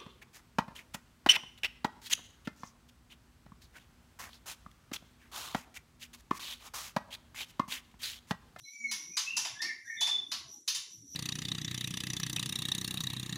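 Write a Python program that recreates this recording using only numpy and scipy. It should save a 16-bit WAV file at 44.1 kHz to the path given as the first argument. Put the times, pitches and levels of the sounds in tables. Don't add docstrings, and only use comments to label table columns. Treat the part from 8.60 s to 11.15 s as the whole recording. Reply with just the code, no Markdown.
import sys
import numpy as np
from scipy import signal
from scipy.fft import rfft, irfft, next_fast_len
from scipy.io import wavfile
from scipy.ndimage import uniform_filter1d

SR = 44100
rng = np.random.default_rng(int(sys.argv[2]) if len(sys.argv) > 2 else 0)


def undo_db(level):
    steps = np.asarray(level, float) / 20
    return 10 ** steps


def store_wav(level_fs):
    pcm = np.round(np.clip(np.atleast_2d(level_fs), -1, 1) * 32767)
    wavfile.write(sys.argv[1], SR, pcm.T.astype(np.int16))


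N = 112454
CENTRES = 28 * 2 ** np.arange(0, 9.3, .25)


def rms_one(x):
    return x / np.sqrt(np.mean(x ** 2) + 1e-20)


def at_hz(points, hz):
    point_hz, value = np.transpose(points)
    return np.interp(np.log(hz), np.log(point_hz), value)


def over_time(points):
    return np.interp(np.arange(N) / SR, *np.transpose(points))


def drift(per_s):
    r = np.exp(-40 * np.pi * per_s / SR)
    noise = rng.standard_normal(N // 20 + 2002)
    slow = signal.lfilter([1], [1, -2 * r, r * r], noise)[2000:]
    return np.interp(np.arange(N) / 20, np.arange(len(slow)), rms_one(slow - slow.mean()))


def bandpass(x, order, low_hz, high_hz):
    return signal.sosfilt(signal.butter(order, [low_hz, high_hz], "band", fs=SR, output="sos"), x)


def band(x, hz):
    return bandpass(x, 2, hz * 2 ** -.125, hz * 2 ** .125)


def hollow(x, hz, width_hz, depth):
    return x - depth * signal.lfilter(*signal.iirpeak(hz, hz / width_hz, fs=SR), x)


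def banded_noise(spectrum, patchy_db, per_s):
    white = rng.standard_normal((2, N))
    inside = [hz for hz in CENTRES if spectrum[0][0] <= hz <= spectrum[-1][0]]
    out = 0
    for k, hz in enumerate(inside):
        level_db = at_hz(spectrum, hz) + patchy_db * drift(per_s)
        out = out + undo_db(level_db) * band(white[k % 2], hz)
    return rms_one(out)


def rumble():
    # start_s, level_db
    gusts = [(0.0, -59), (0.11, -77.5), (0.26, -72), (0.51, -59.5), (0.55, -75.5), (0.75, -62.5),
             (0.82, -67.5), (0.93, -65), (1.33, -74), (1.38, -66.5), (1.9, -64), (2.111, -75),
             (2.43, -67.5), (2.55, -64)]
    # frequency_hz, level_db
    low_spectrum = [(15, -53), (25, -30), (70, -11), (102, -5), (222, -4), (342, -1), (520, -28.5),
                    (680, -45), (1140, -120)]
    return undo_db(over_time(gusts)) * banded_noise(low_spectrum, patchy_db=6.0, per_s=6.2)


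def air_hiss(swell_db):
    # frequency_hz, level_db
    air_spectrum = [(480, -16), (1000, -17), (2600, -18), (4000, -15.5), (6500, -14.5), (10000, -10.5),
                    (15800, -25)]
    level_db = -68 + 0.083 * (swell_db - swell_db.mean())
    return undo_db(level_db) * banded_noise(air_spectrum, patchy_db=0.5, per_s=10.0)


def hoots():
    # start_s, length_s, pitch_hz, level_db
    hoot_events = [
        (0.18, 0.23, 220, -59),
        (0.915, 0.047, 114.5, -61),
        (1.48, 0.18, 421.2, -64),
        (1.833, 0.096, 682, -67.5),
        (1.91, 0.089, 830, -67),
        (2.358, 0.11, 111.1, -59),
        (0, 0.055, 122.3, -64.5),
        (2.276, 0.14, 326.6, -72),
    ]
    t, out = np.arange(N) / SR, 0
    for start_s, length_s, pitch_hz, level_db in hoot_events:
        swell = np.sin(np.pi * np.clip((t - start_s) / length_s, 0, 1))
        level = undo_db(level_db + 2.5 * drift(41.0))
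        phase = 2 * np.pi * np.cumsum(pitch_hz * (1 + 0.033 * drift(10.6))) / SR
        out = out + level * swell * np.sin(phase)
    return out


def insect_swell():
    # start_s, level_db
    swell_points = [(0, -59.5), (.1, -46), (.2, -57), (.3, -42.5), (.48, -47), (0.899, -56.5),
                    (1.234, -72.5), (1.262, -52.5), (1.36, -50.5), (1.55, -89), (1.72, -53.5), (1.851, -71),
                    (1.93, -43.5), (2.062, -71), (2.28, -57), (2.34, -40), (2.442, -61), (2.55, -39.5)]
    return over_time(swell_points)


def insects(swell_db):
    # frequency_hz, width_hz, level_db, share of the swell they follow (0-1)
    wings = [(5827, 387, -1, 0.7), (11710, 1100, -21.5, 0.77), (7520, 1900, -13.5, 0.13),
             (3800, 1340, -23, .5), (9570, 760, -19.5, 0.19)]
    strokes_per_s = 250 * (1 + 0.041 * drift(7.6))
    strokes = 1 + 0.14 * np.sin(2 * np.pi * np.cumsum(strokes_per_s) / SR)
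    hiss, out = rng.standard_normal(N) * strokes, 0
    mean_db = swell_db.mean()
    for hz, width_hz, level_db, follows in wings:
        ring = bandpass(hiss, 3, hz - width_hz / 2, hz + width_hz / 2)
        own_db = level_db + mean_db + follows * (swell_db - mean_db) + 2.2 * drift(1.8)
        out = out + undo_db(own_db) * rms_one(ring)
    return out


def room_bands():
    # frequency_hz, decay_s
    decay_times = [(600, 0.47), (1600, 0.5), (4200, 0.42), (11000, 0.35), (16000, 0.36)]
    build_s, hold_s = .0008, 0.022
    early_db, early_s = 1.5, 0.026
    sparse_db, sparse_s = 2.5, 0.054
    t = np.arange(SR // 2 + SR // 4) / SR
    lumps = undo_db(sparse_db * np.exp(-t / sparse_s) * rng.exponential(1, (2, len(t))))
    early = undo_db(early_db * np.exp(-(t / early_s) ** 2))
    echoes = rng.standard_normal((2, len(t))) * lumps * early * (1 - np.exp(-t / build_s))
    high = CENTRES[CENTRES > 400]
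    fall_s = np.hypot(t, hold_s) - hold_s
    tails = [band(echoes[k % 2], hz) * undo_db(-60 * fall_s / at_hz(decay_times, hz)) for k, hz in enumerate(high)]
    return high, np.array(tails) / np.sqrt(SR / 30)


def whistles(tails):
    # start_s, pitch_hz, level_db
    earlier = [
        [(.018, 4020, -98.5), (.03, 4040, -70), (.045, 4045, -49), (.065, 4000, -75.5), (.09, 3870, -103)],
        [(.046, 2260, -77), (.053, 2266, -63), (.065, 2160, -63.5), (.078, 2212, -53.5), (.095, 2250, -61),
         (.112, 2237, -63), (.124, 2220, -64), (.13, 2300, -100.5)],
        [(.125, 2310, -69), (.135, 2301, -47), (.168, 2280, -56.5), (.18, 2296, -57.5), (.213, 2270, -40.5),
         (.228, 2266, -55), (.242, 2233, -34.5), (.285, 2161, -45), (.31, 2010, -77.5)],
        [(.26, 4260, -87), (.272, 4220, -58.5), (.30, 4200, -46), (.315, 4150, -92.5)],
        [(.36, 2117, -58), (.42, 2262, -68), (.49, 2172, -64), (.535, 2437, -58), (.58, 2450, -69),
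         (.6, 2480, -91)],
        [(.64, 2563, -77), (.672, 2583, -39), (.686, 2673, -38.5), (.698, 2694, -73.5), (.708, 2742, -33),
         (.718, 2715, -56), (.738, 2698, -40.5), (.758, 2714, -46), (.775, 2630, -76)],
    ]
    # start_s, pitch_hz, level_db
    later = [
        [(.945, 1712, -72), (.955, 1713, -60), (.995, 1720, -48.5), (1.008, 1830, -35), (1.02, 1789, -51.5),
         (1.034, 1792, -44.5), (1.052, 1857, -43), (1.09, 1733, -47), (1.105, 1710, -77.5)],
        [(1.015, 1918, -76), (1.025, 2077, -38.5), (1.04, 2206, -54.5), (1.06, 2253, -43.5),
         (1.08, 2186, -52.5), (1.1, 2077, -42), (1.12, 1876, -45.5), (1.135, 1780, -64)],
        [(1.245, 1540, -77.5), (1.258, 1624, -57), (1.268, 1677, -53.5), (1.278, 1863, -44), (1.3, 1816, -44.5),
         (1.33, 1826, -47.5), (1.35, 1791, -55), (1.37, 1890, -90.5)],
        [(1.29, 1970, -65), (1.3, 2135, -47.5), (1.315, 2242, -56.5), (1.335, 2203, -47.5),
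         (1.355, 2310, -57.5), (1.375, 2070, -51), (1.39, 1907, -48), (1.405, 1930, -96.5)],
        [(1.362, 3330, -66), (1.375, 3640, -45.5), (1.395, 3470, -45.5), (1.424, 3464, -32), (1.434, 3513, -34),
         (1.443, 3574, -31.5), (1.47, 3545, -42), (1.478, 3540, -72)],
        [(1.474, 3420, -74), (1.482, 3375, -32.5), (1.49, 3552, -28.5), (1.512, 3500, -32.5),
         (1.528, 3516, -35.5), (1.537, 3403, -72), (1.553, 3507, -27.5), (1.572, 3506, -50), (1.6, 3580, -91)],
        [(.975, 3380, -94), (.99, 3451, -55), (1.012, 3630, -46.5), (1.035, 3600, -100)],
        [(1.26, 3600, -94.5), (1.27, 3560, -62), (1.285, 3580, -78), (1.33, 3600, -75), (1.35, 3650, -81.5)],
    ]
    # second_partial_db, third_partial_db
    overtones_db = [(-51.5, -94.5), (-24, -39), (-21.5, -11.5), (-33.5, -46.5), (-30, -43), (-45.5, -47.5),
                    (-30.5, -37.5), (-38, -50.5), (-47.5, -29.5), (-41, -45.5), (-31, -76), (-26, -67),
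                    (-42.5, -47), (-48, -34.5)]
    roughness = [.004, 0, 0, .004, .006, 0, .01, .03, .015, .025, 0, 0, .012, .003]
    t, out = np.arange(N) / SR, np.zeros(N)
    waver, flutter = 1 + .003 * drift(42), drift(86)
    for rows, (second_db, third_db), rough in zip(earlier + later, overtones_db, roughness):
        s, hz, db = np.transpose(rows)
        pitch_hz = np.interp(t, s, hz) * (waver + rough * flutter)
        phase = 2 * np.pi * np.cumsum(pitch_hz) / SR
        effort_db = np.interp(t, s, db, -200, -200)
        overtones = undo_db(second_db) * np.sin(2 * phase) + undo_db(third_db) * np.sin(3 * phase)
        out += undo_db(effort_db) * np.sin(phase) + undo_db(np.minimum(effort_db, -51)) * overtones
    out = np.sqrt(2) * out * undo_db(1.2 * drift(40))
    direct_db, room_db = -2, -2
    return undo_db(direct_db) * out + undo_db(room_db) * signal.fftconvolve(out, tails.sum(0))[:N]


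def snaps(high, tails):
    # start_s, peak_db, bass_edge_hz, tilt_db_per_octave
    hops = [(.312, -25, 1010, 2), (0.568, -21, 944, 0.5), (0.766, -23, 624, 1.4), (0.847, -27.5, 630, -1.1),
            (1.016, -29, 646, 0.26), (1.407, -23, 740, -0.6), (1.468, -27.5, 677, -1),
            (1.715, -25.5, 746, 0), (2.076, -21.5, 1115, 3.5), (2.147, -26, 1010, 3.5), (2.3, -55, 2520, 4),
            (2.528, -61.5, 2040, -2)]
    # first_hz, first_db, second_hz, second_db
    perches = [(4700, -10, 5200, 3.5), (4420, -2.5, 580, -18), (5530, 6.5, 4700, -5.5),
               (3160, 3.5, 1300, -2), (4850, 7.5, 10000, 0), (2000, 0, 1250, -11.5), (4200, 4, 3500, -8),
               (4350, 5, 6330, -5), (7570, -10, 12800, -10), (7400, -2.5, 12400, -15),
               (4120, -4, 8000, 12.5), (4000, -4, 8000, 1.5)]
    # frequency_hz, level_db
    snap_colour = [(500, -19), (1070, -6), (1700, -14), (2700, -5), (6300, -1), (8100, -15), (10300, -10.5),
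                   (15800, -26.5)]
    # frequency_hz, width_hz, depth (0-1)
    dips = [(11940, 4400, 0.62), (1231, 125, 0.72), (3330, 330, 0.35), (2500, 350, 0.36)]
    perch_octaves, rattle_db, rattle_s = .2, -6, .005
    spread_s, uneven_db = .0004, 1.0
    size = next_fast_len(N + 2 * SR)
    chance = rng.standard_normal((len(hops), 2, len(high)))
    fade = np.exp(-np.arange(800) / SR / rattle_s)
    rattle = undo_db(rattle_db) * rng.standard_normal((len(hops), 800)) * fade / np.sqrt((fade ** 2).sum())
    rattle[:, 0] = 1
    start_s, peak_db, edge_hz, tilt_db = np.transpose(hops)
    perch_hz, perch_db = np.transpose(perches)[0::2], np.transpose(perches)[1::2]
    spectrum = 0
    for k, hz in enumerate(high):
        level_chance, time_chance = chance[:, 0, k], chance[:, 1, k]
        bass_loss_db = 10 * np.log10(1 + (edge_hz / hz) ** 16)
        own_db = peak_db + tilt_db * np.log2(hz / 4000) - bass_loss_db + uneven_db * level_chance
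        nearness = np.exp(-(np.log2(hz / perch_hz) / perch_octaves) ** 2)
        own_db = own_db + (perch_db * nearness).sum(0)
        gain = undo_db(own_db + at_hz(snap_colour, hz) - 9.5 + 37.5) * np.sign(time_chance)
        start = ((start_s + spread_s * np.abs(time_chance)) * SR).astype(int)
        train = np.zeros(N + SR)
        np.add.at(train, start[:, None] + np.arange(800), gain[:, None] * rattle)
        spectrum = spectrum + rfft(train, size) * rfft(tails[k], size)
    out = irfft(spectrum, size)[:N]
    for hz, width_hz, depth in dips:
        out = hollow(out, hz, width_hz, depth)
    return out


def scene():
    high, tails = room_bands()
    swell_db = insect_swell()
    outside = rumble() + air_hiss(swell_db) + hoots() + insects(swell_db)
    bird = whistles(tails) + snaps(high, tails)
    return (outside + bird)[None]


def noise_gate(x):
    gate_db, floor = -88, 0.18
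    cells = signal.stft(x, nperseg=512)[2]
    power = uniform_filter1d(np.abs(cells) ** 2, size=5, axis=1)
    power = uniform_filter1d(power, size=3, axis=2)
    keep = floor + (1 - floor) * power / (power + undo_db(gate_db) ** 2)
    return signal.istft(cells * keep, nperseg=512)[1][:, :N]


def low_pass(x):
    return signal.sosfilt(signal.butter(12, 16460, fs=SR, output="sos"), x)


def record(dry):
    gated = noise_gate(hollow(dry, 8150, 1200, .7))
    top_cut = signal.cheby2(12, 60, 15900 * 1.03, fs=SR, output="sos")
    return low_pass(signal.sosfilt(top_cut, gated))


dry = scene()
out = record(dry)
store_wav(out)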